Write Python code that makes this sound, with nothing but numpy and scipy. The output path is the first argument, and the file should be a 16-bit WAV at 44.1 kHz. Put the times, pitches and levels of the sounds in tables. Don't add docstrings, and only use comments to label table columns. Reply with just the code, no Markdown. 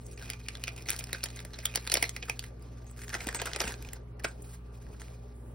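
import sys
import numpy as np
from scipy import signal
from scipy.fft import rfft, irfft, next_fast_len
from scipy.io import wavfile
from scipy.ndimage import uniform_filter1d, minimum_filter1d, map_coordinates

SR = 44100
rng = np.random.default_rng(int(sys.argv[2]) if len(sys.argv) > 2 else 0)


def master(y):
    cut = np.clip(np.atleast_2d(y).T, -1, 1)
    pcm = np.round(cut * 32767)
    wavfile.write(sys.argv[1], SR, pcm.astype(np.int16))


def voltage_ratio(decibels):
    exponent = np.asarray(decibels, float) / 20
    return 10 ** exponent


N = 244314

# f/Hz, level/dB
FILM = [(700, -44.5), (1200, -7), (2100, -1), (3200, -4.5), (5000, -2), (6200, -2), (7500, -7.5),
        (9000, -29)]
# f/Hz, level/dB
SIZZLE = [(5500, -48), (7000, 3.5), (9600, 0.5), (11500, -3.5), (13500, -2), (15700, -4.5), (17000, -10)]
# f/Hz, level/dB
TABLE = [(120, -23.5), (250, -6.5), (400, 2), (600, -2.5), (900, -2), (1400, -26), (2500, -32)]
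# f/Hz, level/dB, width/Hz, drift/(dB/s)
HUM = [(58.6, -47.3, 0.069, 0.25), (120, -51.3, 0.3, -0.4), (44.2, -62, 1, -0.3), (104.5, -59.5, 1, -0.2),
       (172, -62.5, 5.3, -0.1), (240, -61.5, 3, 0.1), (415, -65.5, 26, -0.06), (1174, -73.5, 12, -0.2),
       (117.1, -63, .3, 0.1)]
# f/Hz, spectral level/dB
AIR = [(25, -33), (45, -4.5), (90, -5), (200, -11.5), (420, -9), (700, -17), (1200, -24), (1800, -30),
       (4000, -41), (8000, -46.5), (16000, -46.5)]
# f/Hz, likeness/(0-1)
AIR_SAME = [(60, .999), (130, 0.85), (290, 0.8), (640, 0), (1400, 0.2), (3100, 0), (7000, 0.1),
            (15000, 0.9)]
# f/Hz, phase/rad
PORT_PHASE = [(40, .01), (110, .09), (500, .1), (1200, -.5), (1750, -.15), (2800, .9), (4300, .7),
              (5000, .2), (6300, 1.9), (6900, 2.9), (7600, 3.3), (10000, 6.1), (11000, 6.5), (12800, 9.2),
              (14000, 9.6), (14800, 10.5), (16500, 13)]
# f/Hz, level/dB
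PORT_BALANCE = [(40, 0), (250, -.6), (650, 3.5), (1200, -1), (2000, -2), (2750, -4), (3300, .5),
                (4300, -1.5), (6000, .5), (16000, 0)]
# f/Hz, level/dB
PASS_BAND = [(30, -9), (42, 0), (15850, 0), (16050, -19), (17250, -22), (17400, -60)]
# f/Hz, T60/s
ROOM = [(200, 0.026), (1000, 0.19), (4000, 0.1), (12000, 0.05)]
# f/Hz, level/dB, T60/s, delay at the left port/samples
CHARMS = [(6600, -1, .02, 1), (7350, -3, .02, 0), (7900, -2, .015, -1), (8250, 0, .015, -1)]
# t/s, length/s, effort level/dB, sizzle over the effort/dB
STROKES = [(0, 0.094, -69.5, 12), (0.082, 0.047, -59.5, 9.5), (0.177, 0.17, -48.5, 0),
           (0.391, 0.35, -55.5, 2), (0.762, 0.048, -49.5, 2.5), (0.857, 0.11, -46, 4.5),
           (0.942, 0.47, -54.5, 3.5), (1.447, 0.081, -63, 6), (1.533, 0.12, -53, -2.5),
           (1.653, 0.12, -48.5, 1), (1.77, 0.21, -51.5, 5), (1.94, 0.12, -41.5, 4), (2.054, 0.19, -60, 7),
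           (2.255, 0.068, -52, 7), (2.344, 0.064, -57.5, 1), (2.421, 0.031, -51.5, 7),
           (2.504, .11, -73.5, 2), (2.611, 0.35, -66.5, 2), (2.969, 0.27, -57.5, 10), (3.13, 0.3, -47, -4),
           (3.348, 0.088, -46, -12), (3.456, 0.032, -41.5, -2), (3.488, 0.062, -47.5, -4),
           (3.567, .01, -60, -5), (3.597, 0.13, -49, 10), (3.623, 0.089, -41, -11), (3.772, 0.19, -58, 0),
           (4.225, 0.077, -50.5, 1), (4.327, 0.16, -69, 8), (4.442, 0.05, -65.5, 16),
           (4.493, 0.051, -59, 13.5), (4.646, 0.1, -75.5, 6), (4.719, 0.057, -67.5, 9.5),
           (4.802, 0.27, -67.5, 6), (4.999, 0.044, -52.5, 3), (5.065, 0.083, -64, 7.5),
           (5.16, 0.16, -71.5, 4), (5.34, 0.19, -82, 25)]
# t/s, length/s, level/dB
SLIDES = [
    (0.046, 0.14, -64.5),
    (2.866, 0.036, -61),
    (2.972, 0.67, -61.5),
    (3.349, 0.0077, -36.5),
    (3.453, 0.28, -56.5),
    (3.643, 0.049, -46),
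    (4.243, 0.0065, -39.5),
    (5.001, 0.026, -64),
]
# t/s, peak level/dB, ring f/Hz, edge level/dB
FLICKS = [(0.0346, -65, 2130, 4), (0.1236, -51.5, 5000, 1), (0.4144, -48, 2470, -16),
          (0.5717, -41, 4980, -9), (0.597, -50, 2610, -5), (1.5064, -49, 1680, -14),
          (2.5958, -61, 2290, -2), (2.8198, -59, 1640, -10), (2.8444, -61, 1990, -1),
          (2.8674, -57, 1660, -4), (2.898, -52, 1860, -9), (2.964, -52, 1660, -6), (2.973, -51, 2020, -15),
          (2.9818, -48, 1660, -7), (3.0016, -49, 1610, -15), (3.034, -43.5, 1920, -14),
          (3.0372, -41, 1770, -4), (3.046, -42, 1720, -12), (3.0679, -64, 1540, -11),
          (3.0813, -36, 1710, -19), (3.2434, -40, 1520, -3), (3.7146, -49, 2220, -13)]
# t/s, peak level/dB, ring f/Hz, edge level/dB
TICKS = [(0.3016, -26.5, 2120, -2), (0.4858, -26, 2470, -7), (.553, -33, 3500, -14),
         (0.639, -25.5, 2500, -6), (.6475, -59, 2050, -14), (0.823, -43, 5330, -2),
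         (0.895, -23.5, 5400, -10), (0.9041, -26, 2280, 7.5), (0.916, -30, 2210, -8),
         (0.9637, -34.5, 5100, -1), (1.0407, -33.5, 5330, -1.5), (1.4035, -38, 2150, -6.5),
         (1.9794, -35, 4200, -24), (2.0934, -29.5, 5900, 0.5), (2.3935, -27, 4620, -3.5),
         (2.4404, -36.5, 1850, -6.5), (2.992, -42.5, 1720, -9), (3.0936, -36.5, 1820, -6),
         (3.534, -27, 3320, -13), (3.727, -64, 2350, 19.5), (3.741, -35.5, 2080, -21),
         (3.8254, -43, 2420, 2), (3.8887, -39, 2660, -9.5), (3.9335, -39, 2060, 7),
         (4.867, -51.5, 1640, -21), (5.0828, -49.5, 2480, -15)]
# t/s, peak level/dB, ring f/Hz, edge level/dB
CRACKLES = [(0.064, -54, 6000, 3.5), (0.1128, -54, 5630, 0), (0.999, -43.5, 2400, -1),
            (1.091, -45.5, 1390, -13), (1.232, -34, 4350, -31), (1.36, -46, 6270, -1.5),
            (1.3704, -45.5, 1880, -5), (1.541, -42, 3900, -31), (1.9176, -22.5, 4660, -6),
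            (2.1633, -33.5, 2240, -9), (2.6227, -61, 4950, 3), (3.04, -54, 2240, 6), (3.1, -40, 1610, -26),
            (3.148, -32, 1790, -13.5), (3.205, -36.5, 2280, -13), (3.2148, -43, 1660, -7),
            (3.398, -33.5, 1570, -22), (3.456, -37, 1450, -2), (3.6762, -34.5, 2630, -6),
            (4.196, -46, 1790, -8.5), (4.421, -65, 6150, 18), (4.8227, -65, 1690, 1)]
# t/s, peak level/dB, ring f/Hz, edge level/dB
KNOCKS = [(0.334, -36, 2330, -11), (0.463, -46, 2380, -12), (0.6796, -26.5, 2470, -13.5),
          (0.8875, -25, 2070, -12), (1.1303, -25.5, 3950, -2), (1.1534, -39, 1710, -16),
          (1.207, -43.5, 2440, -24), (1.2388, -25.5, 5300, 0), (1.3912, -36.5, 3620, -17),
          (1.8989, -28, 4000, -7), (1.7576, -20.5, 4760, -1), (1.875, -27, 3430, -5),
          (1.9405, -17.5, 5100, 2), (1.9538, -20.5, 2260, -16), (2.04, -25, 2160, -11.5),
          (3.604, -21, 5030, -12), (3.6885, -49, 4800, -2),]
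# t/s, peak level/dB, ring f/Hz, edge level/dB
SLUMPS = [(.778, -44, 2480, -6), (0.9899, -35.5, 6560, 0.5), (1.141, -41, 4830, -16),
          (1.2574, -35.5, 3070, -4), (1.588, -38.5, 4850, -9.5), (2.226, -34.5, 2500, -43),
          (2.91, -59, 1160, 6), (3.017, -44, 1840, -7), (3.3463, -31.5, 1370, -4),
          (3.364, -40.5, 1520, -15), (3.548, -37.5, 2390, -18), (3.615, -29.5, 1550, -6),
          (3.561, -31, 1440, -6.5), (3.848, -46, 2470, -8), (5.005, -58, 6160, 1)]
# t/s, peak level/dB, ring f/Hz, edge level/dB
THUMPS = [(1.0083, -38.5, 2220, -17), (1.4499, -40.5, 1890, -0.5), (1.7505, -33.5, 2070, -2.5),
          (1.7741, -29, 1910, -13.5), (1.9707, -22, 4430, -10), (3.27, -35.5, 2450, 0.5),
          (3.417, -29.5, 1540, -6), (3.64, -32.5, 2620, -13), (3.9659, -49, 1370, -21)]
# t/s, peak level/dB, ring f/Hz, edge level/dB
PINGS = [(0.673, -34, 2500, -14), (0.689, -34, 2430, -11), (1.6555, -21, 3320, 1),
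         (1.665, -33.5, 3300, -18), (3.1416, -24, 1540, -13.5), (3.288, -25, 1550, -12)]
# t/s, peak level/dB, ring f/Hz, edge level/dB
CLACKS = [(2.0265, -17, 2150, -3), (2.297, -22, 2530, -8.5), (4.245, -26.5, 1560, -19)]
# thud level/dB, length/ms, rise/length, ring share/(0-1)
KINDS = [
    (-25.5, 1.02, 0.16, 0.3),
    (-20, 4.13, 0.24, 0.35),
    (-18.5, 1.64, 0.23, 0.32),
    (-14.5, 3.4, 0.25, 0.24),
    (-10.5, 1.92, 0.21, 0.23),
    (-23.5, 1.46, 0.89, 0.52),
    (-13.5, 1.55, 0.3, 0.47),
]
# t/s, peak level/dB, ring f/Hz, edge level/dB, length/ms
SLIPS = [(1.631, -49.5, 1860, -2, 6), (1.65, -52, 3330, -10, 0.5), (4.2469, -24.5, 2430, -10.5, 1.55),
         (1.7405, -34.5, 2500, -9.5, 0.57), (1.85, -48.5, 1815, -9, 0.97), (1.873, -35.5, 2600, -13.5, 1.2),
         (1.9226, -32.5, 2500, 2.5, 1.2), (2.2837, -38.5, 1530, -9, 2.8), (3.1291, -34, 1660, -9, 3.8),
         (3.196, -51, 1690, -2, 1.3), (3.248, -46, 1610, -10, 1.5), (3.26, -48, 1710, -15, 1.5),
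         (3.328, -35, 1630, -7, 0.89), (3.356, -45, 2370, -9.5, 1.5), (3.392, -33, 2500, -16, 1.1),
         (3.435, -50.5, 4500, -1, 1.5), (3.466, -34, 1520, -8, 2.8), (3.472, -31.5, 1500, -14, 2.8),
         (3.516, -34.5, 1420, -14, 0.88), (3.526, -47, 5070, -9, 0.73), (3.589, -38, 1700, -7, 1.5),
         (3.598, -38, 2340, -1.5, 3.6), (3.611, -29.5, 1470, -11, 1.6), (3.622, -45, 1590, -1, 1.6),
         (3.63, -41, 4630, -20, 1.7), (3.668, -37, 1490, -10, 4.5), (3.706, -42.5, 1740, -8, 2),
         (3.218, -50, 1700, -7, 2.1), (4.2505, -26, 1470, -16, 2), (4.237, -44, 2310, 1, 1.7),
         (4.939, -58, 1490, -15, 5), (.505, -45, 2300, -7, 0.83), (0.635, -48, 2300, -1, 0.95),
         (0.862, -39.5, 2190, -23, 0.7), (1.028, -51, 4500, 1, 0.94), (1.148, -28.5, 1550, -21, 1.1),
         (1.2424, -43.5, 4580, 1, 2.2), (1.341, -57, 4500, -12, 0.97), (2.231, -37, 2500, -29, 2.5)]
# t/s, level/dB, f/Hz, length/ms
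BUMPS = [(0.664, -56, 156, 2.6), (1.013, -46, 147, 19), (1.952, -38.5, 188, 7.6), (1.98, -33.5, 112, 3.4),
         (2.312, -49.5, 143, 18), (3.152, -47, 234, 7.1), (3.271, -27.5, 256, 2.7), (3.287, -36.5, 60, 18),
         (3.646, -32.5, 189, 4.4), (3.665, -39, 59.7, 16), (1.453, -40, 586, 2.4), (1.592, -44, 640, 4.7),
         (3.678, -36.5, 255, 4), (1.924, -32, 485, 2.5), (1.944, -33.5, 328, 2.6), (1.956, -29.5, 597, 2.2),
         (1.973, -40.5, 513, 3.8), (2.031, -35, 356, 4.1), (3.614, -35, 391, 6.1), (3.612, -35, 597, 5.2),
         (3.291, -36, 450, 3.7), (4.247, -29, 603, 2.22), (4.252, -42, 440, 3.2)]

FILLED_S, FILLED_THUD_DB, FILLED_RUB_DB = 3.12, 6, 6.5
LEAN_S = 2.7, 3.95


def evened(x):
    return x / np.sqrt(np.mean(x ** 2) + 1e-20)


def read(points, hz):
    f, value = np.transpose(points)
    return np.interp(np.log(hz + 1), np.log(f + 1), value)


def add(mix, s, sound):
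    part = mix[max(round(s * SR), 0):][:len(sound)]
    part += sound[:len(part)]


def colour(x, spectrum):
    size = next_fast_len(x.shape[-1] + 512)
    gain = voltage_ratio(read(spectrum, np.fft.rfftfreq(size, 1 / SR)))
    return irfft(rfft(x, size) * gain, size)[..., :x.shape[-1]]


def resonate(x, hz, width):
    turn = np.exp(2j * np.pi * np.cumsum(hz * np.ones(len(x))) / SR)
    r = np.exp(-np.pi * width / SR)
    return 2 * (turn * signal.lfilter([1 - r], [1, -r], x / turn)).real


def hum():
    t, out = np.arange(N) / SR, np.zeros(N)
    for hz, db, width, drift_db in HUM:
        knots = rng.standard_normal((400, 2)) @ [1, 1j]
        knots = knots[:int(abs(width) * N / SR) + 3]
        wander = signal.resample(knots, N // 64 + 1).repeat(64)[:N]
        waver = 2.72 + min(width, .7) * wander
        line = evened((waver * np.exp(2j * np.pi * hz * t)).real)
        out += voltage_ratio(db + drift_db * (t - t.mean())) * line
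    return out


def air():
    frames, hz = N // 256 + 5, np.fft.rfftfreq(1024, 1 / SR)
    a, b, c, d, patches = rng.standard_normal((frames, 513, 5)).T
    patches = evened(uniform_filter1d(uniform_filter1d(patches, 12, 0), 14, 1))
    same = np.clip(read(AIR_SAME, hz), -1, 1)[:, None]
    left = a + 1j * b
    right = same * left + np.sqrt(1 - same ** 2) * (c + 1j * d)
    z = np.array([left, right]) * voltage_ratio(read(AIR, hz)[:, None] + 2.4 * patches)
    return voltage_ratio(-54) * evened(signal.istft(z, nperseg=1024, noverlap=768)[1][:, :N])


def strokes(start, length, db):
    grip_s, let_go_s, rest_db = 0.0027, 0.021, -91.5
    t = np.arange(0, N, 128)[:, None] / SR - start
    swell = np.clip(1 + t / grip_s, 0, 1) ** 2
    fade = np.exp(-np.maximum(t - length, 0) / let_go_s)
    level = (swell * fade * voltage_ratio(db)).max(1) + voltage_ratio(rest_db)
    return np.interp(np.arange(N), np.arange(0, N, 128), level)


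def impacts(per_s, spread_db):
    size = voltage_ratio(spread_db * np.minimum(rng.exponential(1, N), 4))
    return size * (rng.random(N) < per_s / SR)


def rustle():
    s, length, effort_db, sizzle_db = np.transpose(STROKES)
    effort = strokes(s, length, effort_db)
    clicks = impacts(400, 4.5)
    grains = np.sqrt(abs(signal.oaconvolve(clicks ** 2, np.exp(-np.arange(160) / 30))[:N]))
    flicker = voltage_ratio(2.3 * evened(uniform_filter1d(rng.standard_normal(N), 700)))
    smooth = np.clip(.42 - (20 * np.log10(effort) + 53) / 16, .42, 1)
    drive = (smooth + (1 - smooth) * evened(grains)) * flicker * rng.standard_normal(N)

    panels_hz = 1550, 2410, 2500, 4200
    panel = rng.choice(panels_hz, N // 900 + 1).repeat(900)[:N]
    pouring = abs(np.arange(N) / SR - np.mean(LEAN_S)) < np.ptp(LEAN_S) / 2
    panel = panel * np.where(pouring, 0.63, 1)
    ring_share = .38 * (1.5 - smooth)
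    ring = evened(resonate(drive, panel, 260))
    film = (1 - ring_share) * evened(colour(drive, FILM)) + ring_share * ring

    rub = strokes(s, length, effort_db - 14 + FILLED_RUB_DB * (s > FILLED_S))
    sizzle = strokes(s, length, effort_db + sizzle_db) * voltage_ratio(-12)
    layers = [(effort * voltage_ratio(-2.5), film), (sizzle, colour(drive, SIZZLE)), (rub, colour(drive, TABLE))]
    return sum(gain * evened(sound) for gain, sound in layers)


def room(x, same):
    taps = np.zeros((2, SR // 3))
    at = np.arange(80, SR // 3 - 20, 20)
    at = at + rng.integers(0, 20, (2, len(at)))
    np.put_along_axis(taps, at, rng.choice([-1., 1.], at.shape), 1)
    taps[1] = same * taps[0] + np.sqrt(1 - min(same, 1) ** 2) * taps[1]
    hz, t, z = signal.stft(taps, SR, nperseg=128)
    decay = voltage_ratio(-60 * t / read(ROOM, hz)[:, None])
    tail = signal.istft(z * decay, SR, nperseg=128)[1]
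    return signal.fftconvolve(x[None], tail / np.linalg.norm(tail[0]), axes=1)[:, :N]


def snap(row, chance):
    s, peak_db, ring_hz, thud_db, edge_db, ms, rise, ring_share = row
    width_hz, lead_ms = 400, 10
    ms, rise = np.clip(ms, .6, 15), np.clip(rise, .05, 1)
    ring_share = np.clip(ring_share + max(-33 - peak_db, 0) / 60, 0, .8)

    t = np.arange(chance.shape[1]) / SR * 1000 - lead_ms
    creep = voltage_ratio(-17) * np.exp(-abs(t) / ms)
    t = np.maximum(t, 0)
    shape = creep + (1 - np.exp(-(t / (rise * ms)) ** 2)) * np.exp(-t / ms)
    slipping = shape * (.75 + uniform_filter1d(chance[3], 24) ** 2 * 6)

    force = slipping * chance[0]
    film = evened(resonate(colour(force, FILM), ring_hz, 6900))
    ring = evened(resonate(resonate(force, ring_hz, width_hz), ring_hz, 4 * width_hz))
    body = (1 - ring_share) * film + ring_share * ring
    edge = evened(colour(slipping * chance[1], SIZZLE))
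    push = t * np.exp(-t / (ms * 1.32))
    thud = evened(colour(push * chance[2], TABLE))
    sound = body + voltage_ratio(edge_db) * edge + voltage_ratio(thud_db + 2.5) * thud
    level = voltage_ratio(peak_db + 1.5) * np.sqrt(ms * SR / 1000 / len(t))
    return s - .0004 - lead_ms / 1000, level * sound


def buckle(rows):
    snaps = np.zeros(N)
    for row, chance in zip(rows, rng.standard_normal((len(rows), 4, 2048))):
        add(snaps, *snap(row, chance))
    return snaps


def flicks():
    thud_db, ms, rise, ring_share = -20, 0.71, 0.53, 0.23
    out = np.zeros((2, N))
    lags = rng.integers(-3, 4, len(FLICKS)) / SR
    chances = rng.standard_normal((len(FLICKS), 4, 1024))
    for (s, db, hz, edge_db), chance, lag in zip(FLICKS, chances, lags):
        at, sound = snap((s, db, hz, thud_db, edge_db + 3, ms, rise, ring_share), chance)
        add(out[0], at + lag, sound)
        add(out[1], at, sound)
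    return out


def charms(snaps):
    level_db = 20 * np.log10(strokes(*np.transpose(SLIDES)))
    loose = np.clip((level_db + 75) / 10, 0, 1)
    ticks = impacts(600, 3.5)
    piece = rng.integers(0, len(CHARMS), N)
    jingle, jolts = np.zeros((2, 2, N))
    for k, (hz, mode_db, t60, late) in enumerate(CHARMS):
        swap = 1 + .02 * rng.uniform(-0.59, 1, N // 1200 + 1).repeat(1200)[:N]
        width = np.log(1000) / np.pi / t60
        ring = evened(resonate(ticks * (piece == k), hz * swap, width))
        jolt = resonate(snaps * loose, hz * swap, width)
        jingle += voltage_ratio(mode_db) * np.array([np.roll(ring, late), ring])
        jolts += voltage_ratio(mode_db) * np.array([np.roll(jolt, late), jolt])
    return voltage_ratio(level_db - 1.5) * evened(jingle) + voltage_ratio(3) * jolts


def creases():
    rows = []
    tables = TICKS, CRACKLES, KNOCKS, SLUMPS, THUMPS, PINGS, CLACKS
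    for table, (thud_db, *kind) in zip(tables, KINDS):
        for s, db, hz, edge_db in table:
            rows.append((s, db, hz, thud_db + FILLED_THUD_DB * (s > FILLED_S), edge_db, *kind))
    return buckle(rows)


def slips():
    thud_db, rise, ring_share = -13.5, 0.98, 0.6
    return buckle([(s, db, hz, thud_db, edge_db, ms, rise, ring_share) for s, db, hz, edge_db, ms in SLIPS])


def bump(s, db, hz, ms):
    t = np.arange(SR // 6) / SR
    x = t * 1000 / ms
    return s - ms / 1000, voltage_ratio(db + 4.5) * x * np.exp(-x) * np.sin(2 * np.pi * hz * t)


def lean(bag):
    lean_us, sway_us = 2, 11
    t = np.arange(N) / SR
    aside = uniform_filter1d(1. * (t > LEAN_S[0]) * (t < LEAN_S[1]), size=2000)
    sway = uniform_filter1d(uniform_filter1d(rng.standard_normal(N), size=250), size=250)
    late = aside * (lean_us + sway_us * evened(sway)) * SR / 1e6
    return np.array([map_coordinates(bag, [np.arange(N) - late], order=5), bag])


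def scene():
    background = hum() + air()
    snaps = creases()
    bag = snaps + rustle() + slips()
    pieces = charms(snaps)
    table = np.zeros(N)
    for row in BUMPS:
        add(table, *bump(*row))
    reflections = voltage_ratio(-10.5) * room(bag + pieces[1], same=0.18)
    return background + lean(bag) + flicks() + pieces + reflections + table


def tiles(power):
    bins, steps = power.shape[1:]
    wide = np.pad(power, ((0, 0), (0, -bins % 8), (4, -(steps + 4) % 8)), "edge")
    mean = wide.reshape(2, wide.shape[1] // 8, 8, -1, 8).mean((2, 4))
    return mean.repeat(8, 1).repeat(8, 2)[:, :bins, 4:steps + 4]


def starve(ports):
    from_hz, under_db, quiet_db, masked_db, attack_db, busy_db = 5500, 4.5, -104.5, 44, 11, 7
    pair = np.array([ports[0] + ports[1], ports[0] - ports[1]]) / 2
    hz, t, z = signal.stft(pair, SR, nperseg=512, noverlap=384)
    power_db = 10 * np.log10(tiles(abs(z) ** 2) + 1e-20)
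    treble_db = 10 * np.log10((abs(z[:, hz > 1000]) ** 2).sum((0, 1)) + 1e-20)
    rise_db = treble_db - minimum_filter1d(treble_db, 3, origin=1)
    steady = rise_db < attack_db
    busy = tiles(np.ones((2, 8, 1)) * (rise_db > busy_db))[0, 0] > 0
    busy &= (t > LEAN_S[0]) & (t < LEAN_S[1])

    near_db = -minimum_filter1d(-treble_db, 9)
    masker_db = np.where(busy, near_db + 3, uniform_filter1d(treble_db, 9))
    masked = power_db < masker_db - masked_db
    coming_db = -minimum_filter1d(-treble_db, 5, origin=-2)
    masked |= (coming_db > treble_db + attack_db) & (power_db < coming_db - masked_db - 3)

    budget_db = 2.2 * rng.standard_normal(z.shape[2] // 8 + 2).repeat(8)[4:z.shape[2] + 4]
    power_db, partner_db = power_db + budget_db, power_db[::-1]
    under = (power_db < partner_db - under_db) & ~busy
    spare = ((under | masked) & steady) | (power_db < quiet_db)
    kept = z * ~(spare & (hz > from_hz)[:, None])
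    mid, side = signal.istft(kept, SR, nperseg=512, noverlap=384)[1][:, :N]
    return np.array([mid + side, mid - side])


def top_cut(x):
    return signal.sosfilt(signal.butter(12, 17320, fs=SR, output="sos"), x)


def record(dry):
    size = next_fast_len(N + 1024)
    hz = np.fft.rfftfreq(size, 1 / SR)
    half = voltage_ratio(read(PORT_BALANCE, hz) / 2) * np.exp(.5j * read(PORT_PHASE, hz))
    response = np.array([half, 1 / half]) * voltage_ratio(read(PASS_BAND, hz))
    ports = irfft(rfft(dry, size) * response, size)[:, :N]
    mix = starve(ports)
    return top_cut(mix)


dry = scene()
out = record(dry)
master(out)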